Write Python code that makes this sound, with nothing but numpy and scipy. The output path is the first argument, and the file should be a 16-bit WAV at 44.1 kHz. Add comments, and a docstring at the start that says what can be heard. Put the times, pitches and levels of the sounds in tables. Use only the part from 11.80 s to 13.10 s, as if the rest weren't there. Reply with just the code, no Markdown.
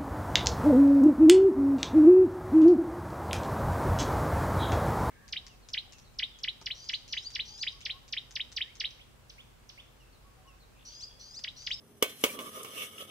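"""Over a low outdoor hum, a metal pot is tipped by hand above a stove, a little to the right.
The steel strainer inside knocks twice against the wall, each a hollow clunk with a thin ring.
It settles with a small ping, then slides along the wall with a few light clinks: countless tiny
catches keep the metal sounding as a stuttering scrape, with a few harder rasps near the end."""
import sys
import numpy as np
from scipy import signal
from scipy.fft import rfft, irfft
from scipy.io import wavfile
from scipy.ndimage import map_coordinates

SR = 44100
rng = np.random.default_rng(int(sys.argv[2]) if len(sys.argv) > 2 else 0)


def inscribe(sig):
    """Save sig as 16-bit PCM at rate SR to the path in sys.argv[1].

    A 1-D sig is mono; a 2-D sig holds one channel per row.
    Samples are clipped to [-1, 1] before scaling.
    """
    pcm = np.round(np.clip(np.atleast_2d(sig).T, -1, 1) * 32767)
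    wavfile.write(sys.argv[1], SR, pcm.astype(np.int16))


N = 57330

# damped resonances of the hand-held pot: pitch_hz, struck_db, scraped_db, struck_t60_s
POT_MODES = [(330, -16.5, -41, 0.013), (440, -17, -3, .032), (505, -38, -1, .03), (617, -47, -2, 0.01),
             (1083, -31.5, -3, 0.013), (1182.7, -21, 4, 0.022), (2228, -24, -4, .045),
             (2707, -52, -16, 0.0067), (2940, -18, -1, .03), (3110, -38, 0, .03), (3365, -28, 0, .04),
             (3532, -52, -3.5, 0.012)]
# EQ of the scraped upper resonances: freq_hz, gain_db
UPPER_EQ = [(1400, -18), (2250, 0), (3650, 0), (4200, -9)]
THUMP_HZ, THUMP_T60_S = 270, .045  # the pot's hollow note
SNAP_RISE_S = .0002


def amp(db):
    """Decibels to gain."""
    return 10 ** (np.asarray(db) / 20)


def unit(x):
    """Scales to rms 1."""
    return x / np.sqrt(np.mean(x ** 2) + 1e-20)


def add(mix, start_s, sound):
    """Mixes a sound in at start_s."""
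    part = mix[:, round(start_s * SR):][:, :sound.shape[-1]]
    part += sound[..., :part.shape[1]]


def colour(x, eq):
    """Shapes x with an EQ curve of (freq_hz, gain_db) points, at rms 1."""
    hz, db = np.transpose(eq)
    freqs = np.fft.rfftfreq(x.shape[-1], 1 / SR)
    gain = amp(np.interp(np.log(freqs + 1), np.log(hz), db))
    return unit(irfft(rfft(x) * gain, x.shape[-1]))


def blend(a, b, alike):
    """Left and right from two unrelated signals, with correlation alike."""
    return np.array([a, alike * a + np.sqrt(1 - alike ** 2) * b])


def pair(x):
    """A stereo image, narrow in the bass and wide in the treble."""
    alike = np.interp(np.fft.rfftfreq(x.shape[1], 1 / SR), [600, 1400], [0.95, 0.051])
    return irfft(blend(*rfft(x), alike), x.shape[1])


def wobble(step_s):
    """A random curve that glides to a new value every step_s."""
    return np.interp(np.arange(N) / SR / step_s, np.arange(N), rng.standard_normal(N))


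def mode(hz, t60_s):
    """One dying vibration."""
    t = np.arange(SR // 2) / SR
    return np.sin(2 * np.pi * hz * t) * np.exp(-np.log(1000) * t / t60_s)


def burst(eq, t60_s, rise_s):
    """A dense cloud of vibrations that swells and dies."""
    t = np.arange(SR // 2) / SR
    envelope = np.exp(-np.log(1000) * t / t60_s) * (1 - np.exp(-t / rise_s))
    return colour(pair(rng.standard_normal((2, len(t)))), eq) * envelope


def rubbed(ring, slips_per_s=2200, spread_db=3.5):
    """A vibration kept going by a dense train of tiny, uneven catches."""
    size = amp(spread_db * np.minimum(rng.exponential(1, (2, N)), 4))
    sign = rng.choice([-1., 1.], (2, N))
    slips = pair(size * sign * (rng.random((2, N)) < slips_per_s / SR))
    return unit(signal.fftconvolve(slips, np.atleast_2d(ring), axes=1)[:, :N])


def detuned(x, wander, drift=0):
    """The moving contact bends all pitches; wander and drift are fractions of the pitch."""
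    clock = np.cumsum(1 + drift + wander * wobble(step_s=.06))
    return np.array([map_coordinates(side, [clock], order=5, mode="mirror") for side in x])


def outdoor_air():
    """The bed: low rumble, a faint wavering hum and a little hiss."""
    # spectrum of the open air: freq_hz, gain_db
    air_eq = [(20, -35), (90, 3.5), (225, -1.5), (520, -7), (5000, -31), (15000, -68)]
    # tones of the hum: pitch_hz, level_db
    hum_tones = [(222, -67.5), (410, -67)]
    noise = blend(*rng.standard_normal((2, N)), alike=0.73)
    hum = sum(amp(db) * rubbed(mode(hz, t60_s=0.42)) for hz, db in hum_tones)
    return hum + amp(-61.5) * colour(noise, air_eq)


def steel_shimmer(count=66, spread_db=5):
    """The thin steel's many treble modes, each reaching left and right with its own strength."""
    scatter = np.clip(rng.standard_normal((count, 4)), -2, 1.5)
    pitches_hz = np.linspace(4100, 15400, count) + 45 * scatter[:, 0]
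    stereo_db = spread_db * (scatter[:, 1:2] + 0.27 * scatter[:, 2:])
    return sum(rng.choice([-1, 1]) * amp(db[:, None]) * mode(hz, t60_s=0.067)
               for hz, db in zip(pitches_hz, stereo_db))


def rim_ticks():
    """The rim catches lightly: crisp treble ticks, and one small ping as the strainer settles."""
    # catches of the rim: start_s, level_db
    catches = [(0.412, -21), (0.8316, -16), (0.8355, -21)]
    tick_eq = [(2000, -8.5), (9500, 21), (13000, 14), (15500, -22)]  # freq_hz, gain_db
    out = np.zeros((2, N))
    for start_s, db in catches:
        add(out, start_s, amp(db - 21) * burst(tick_eq, t60_s=.024, rise_s=SNAP_RISE_S))
    add(out, start_s=0.4965, sound=amp(-35) * mode(hz=2330, t60_s=.08))
    return out


def rasps():
    """The hardest strokes of the slide: coarse catches in one broad band of the strainer."""
    # hard strokes: peak_s, half_length_s, level_db, centre_hz
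    strokes = [(1.007, 0.046, -43, 2725), (1.183, 0.0026, -41.5, 2970), (1.206, 0.014, -43.5, 3080)]
    t = np.arange(N) / SR
    out = np.zeros((2, N))
    for peak_s, half_s, db, hz in strokes:
        swell = np.exp(-((t - peak_s) / half_s) ** 2)
        ring = mode(hz, t60_s=.006)
        band = signal.fftconvolve(ring, ring)  # steeper skirts
        out += amp(db) * swell * colour(rubbed(band), UPPER_EQ)
    return out


def scrape(steel, sustain=2.5, split_hz=1700, stutter_db=2):
    """The stuttering slide of the strainer drives the pot's resonances and the steel's treble modes."""
    # fader moves of the slide: time_s, lower_db, upper_db, hiss_db
    slide = [(0.217, -77, -89, -67), (0.298, -58, -51.5, -47.5), (0.348, -69, -62.5, -56.5),
             (0.425, -70, -68, -48.5), (0.49, -54.5, -71, -46.5), (0.55, -46.5, -54, -45),
             (0.583, -50, -58, -59), (0.61, -45.5, -60, -49.5), (0.677, -44.5, -51, -49),
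             (0.71, -56, -65, -52.5), (0.772, -43, -47, -46.5), (0.82, -48.5, -56, -52),
             (0.90, -52, -53.5, -52), (0.944, -51, -54.5, -48), (0.983, -46, -42.5, -44.5),
             (1.04, -50, -45.5, -43), (1.109, -61.5, -58.5, -57), (1.179, -53.5, -56.5, -52.5),
             (1.215, -45.5, -45, -46.5), (1.264, -62, -61, -59), (1.30, -58, -50, -56)]
    # the hollow note fades as the strainer leaves the bottom: time_s, level_db
    hollow_fade = [(.58, 1), (.65, -13.5)]
    # EQ of the scraped lower resonances: freq_hz, gain_db
    lower_eq = [(60, -16), (260, -2), (600, 1), (820, -5), (1250, 2), (1700, -10)]
    # spectrum of the friction hiss: freq_hz, gain_db
    hiss_eq = [(200, -29), (1500, 20.5), (3400, 22), (4200, 0), (6500, 2), (7500, -3), (9500, 6.5),
               (15200, 0.5), (16000, -16)]
    t = np.arange(N) / SR
    times_s, *faders = np.transpose(slide)
    lower_gain, upper_gain, hiss_gain = [amp(np.interp(t, times_s, db)) for db in faders]
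    # the pot rings longer under the light touch of the slide
    rings = [(hz, amp(db) * unit(mode(hz, t60 * sustain))) for hz, _, db, t60 in POT_MODES]
    lower = rubbed(sum(ring for hz, ring in rings if hz < split_hz))
    upper = rubbed(sum(ring for hz, ring in rings if hz > split_hz))
    hollow = amp(np.interp(t, *np.transpose(hollow_fade))) * rubbed(mode(THUMP_HZ, THUMP_T60_S))
    drift = 0.12 * np.maximum(t - 0.68, 0)  # the low pitches rise as the strainer slides out
    lower = colour(detuned(lower + hollow, wander=0.0247, drift=drift), lower_eq)
    upper = colour(detuned(upper, wander=0.00696), UPPER_EQ)
    grit = rubbed(burst(hiss_eq, t60_s=.045, rise_s=SNAP_RISE_S))
    squeal = amp(8) * colour(rubbed(steel), hiss_eq)
    stutter = amp(stutter_db * wobble(step_s=.007))
    metal = lower_gain * lower + upper_gain * upper + rasps()
    return stutter * metal + hiss_gain * unit(grit + squeal)


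def knocks(steel, low_cut_hz=417):
    """The strainer hits the wall: a crack, a hollow clunk, a brief rattle with its echo, a thin ring."""
    # two knocks, then light clinks: start_s, body_db, thump_db, crack_db, rattle_db, ring_db
    hits = [(0.2254, 1.5, -27, 2, 3.5, 1), (0.4390, 1.5, -17, 1.5, 7, -1.5),
            (0.5902, -17, -49, -21, -12.5, -8.5), (0.5999, -20, -35, -45, -16, -33),
            (0.846, -27, -38.5, -21, -12.5, -39)]
    # long-ringing modes of the metal: pitch_hz, level_db, t60_s
    ring_modes = [(655, -42.5, .2), (1521, -46, .3), (2228, -39, .25), (3125, -43.5, .45), (3360, -37, .15),
                  (3505, -45, .28), (4130, -53, .7)]
    # spectrum of the contact crack: freq_hz, gain_db
    crack_eq = [(40, -7), (200, 3.5), (2500, 0), (4300, -13), (5700, 8.5), (7600, -11), (9800, 3),
                (14500, 4), (16000, -20)]
    # spectrum of the rattle and its echo: freq_hz, gain_db
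    rattle_eq = [(60, -28), (160, -10), (270, 6), (480, 17.5), (780, -0.5), (1100, 9), (1600, -4.5),
                 (2250, 6.5), (3000, 9.5), (3550, 2), (4100, -4), (15000, -4)]
    body = -sum(amp(db) * mode(hz, t60) for hz, db, _, t60 in POT_MODES)
    ring = -sum(amp(db) * mode(hz, t60) for hz, db, t60 in ring_modes)
    thump = -mode(THUMP_HZ, THUMP_T60_S)
    shimmer = amp(-33) * steel / np.std(steel[:, :SR // 100])  # level set by its first 10 ms
    out, recoil = np.zeros((2, 2, N))
    for start_s, body_db, thump_db, crack_db, rattle_db, ring_db in hits:
        crack = amp(-21) * burst(crack_eq, t60_s=0.022, rise_s=SNAP_RISE_S)
        rattle = amp(-28) * burst(rattle_eq, t60_s=0.12, rise_s=0.002)
        echo = amp(-38.5) * burst(rattle_eq, t60_s=0.27, rise_s=0.019)
        add(out, start_s, amp(body_db) * body + amp(ring_db) * ring + amp(thump_db) * thump)
        add(out, start_s, amp(crack_db) * (crack + shimmer) + amp(rattle_db) * (rattle + echo))
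        add(recoil, start_s, amp(body_db - 42.5) * mode(hz=77, t60_s=0.03))  # the whole pot moves
    low_cut = signal.butter(2, low_cut_hz, "high", fs=SR, output="sos")  # a small pot has little bass
    return signal.sosfilt(low_cut, out) + recoil


def scene():
    """The pot sits to the right in the open air, so it mostly reaches the left later and weaker."""
    # paths from the pot to the two microphones: freq_hz, left_lead_rad, left_minus_right_db
    paths = [(98, 0.21, -1.5), (640, -0.83, -2), (1156, -1.77, -6), (1420, -1.8, 3.5), (2380, -1.84, -3),
             (3050, -0.56, -1), (3110, -1.61, -0.5), (13500, -1.28, 1)]
    steel = steel_shimmer()
    left, right = rfft(knocks(steel) + rim_ticks() + scrape(steel), 2 * N)
    hz, *curves = np.transpose(paths)
    lead, balance_db = [np.interp(np.fft.rfftfreq(2 * N, 1 / SR), hz, curve) for curve in curves]
    pot = irfft([left * amp(balance_db / 2) * np.exp(1j * lead), right * amp(-balance_db / 2)])
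    return pot[:, :N] + outdoor_air()


def record(dry):
    """A steep low-pass trims the very top."""
    low_pass = signal.firwin(255, cutoff=15900, window=("kaiser", 9), fs=SR)
    return signal.oaconvolve(dry, low_pass[None], "same")


dry = scene()
out = record(dry)
inscribe(out)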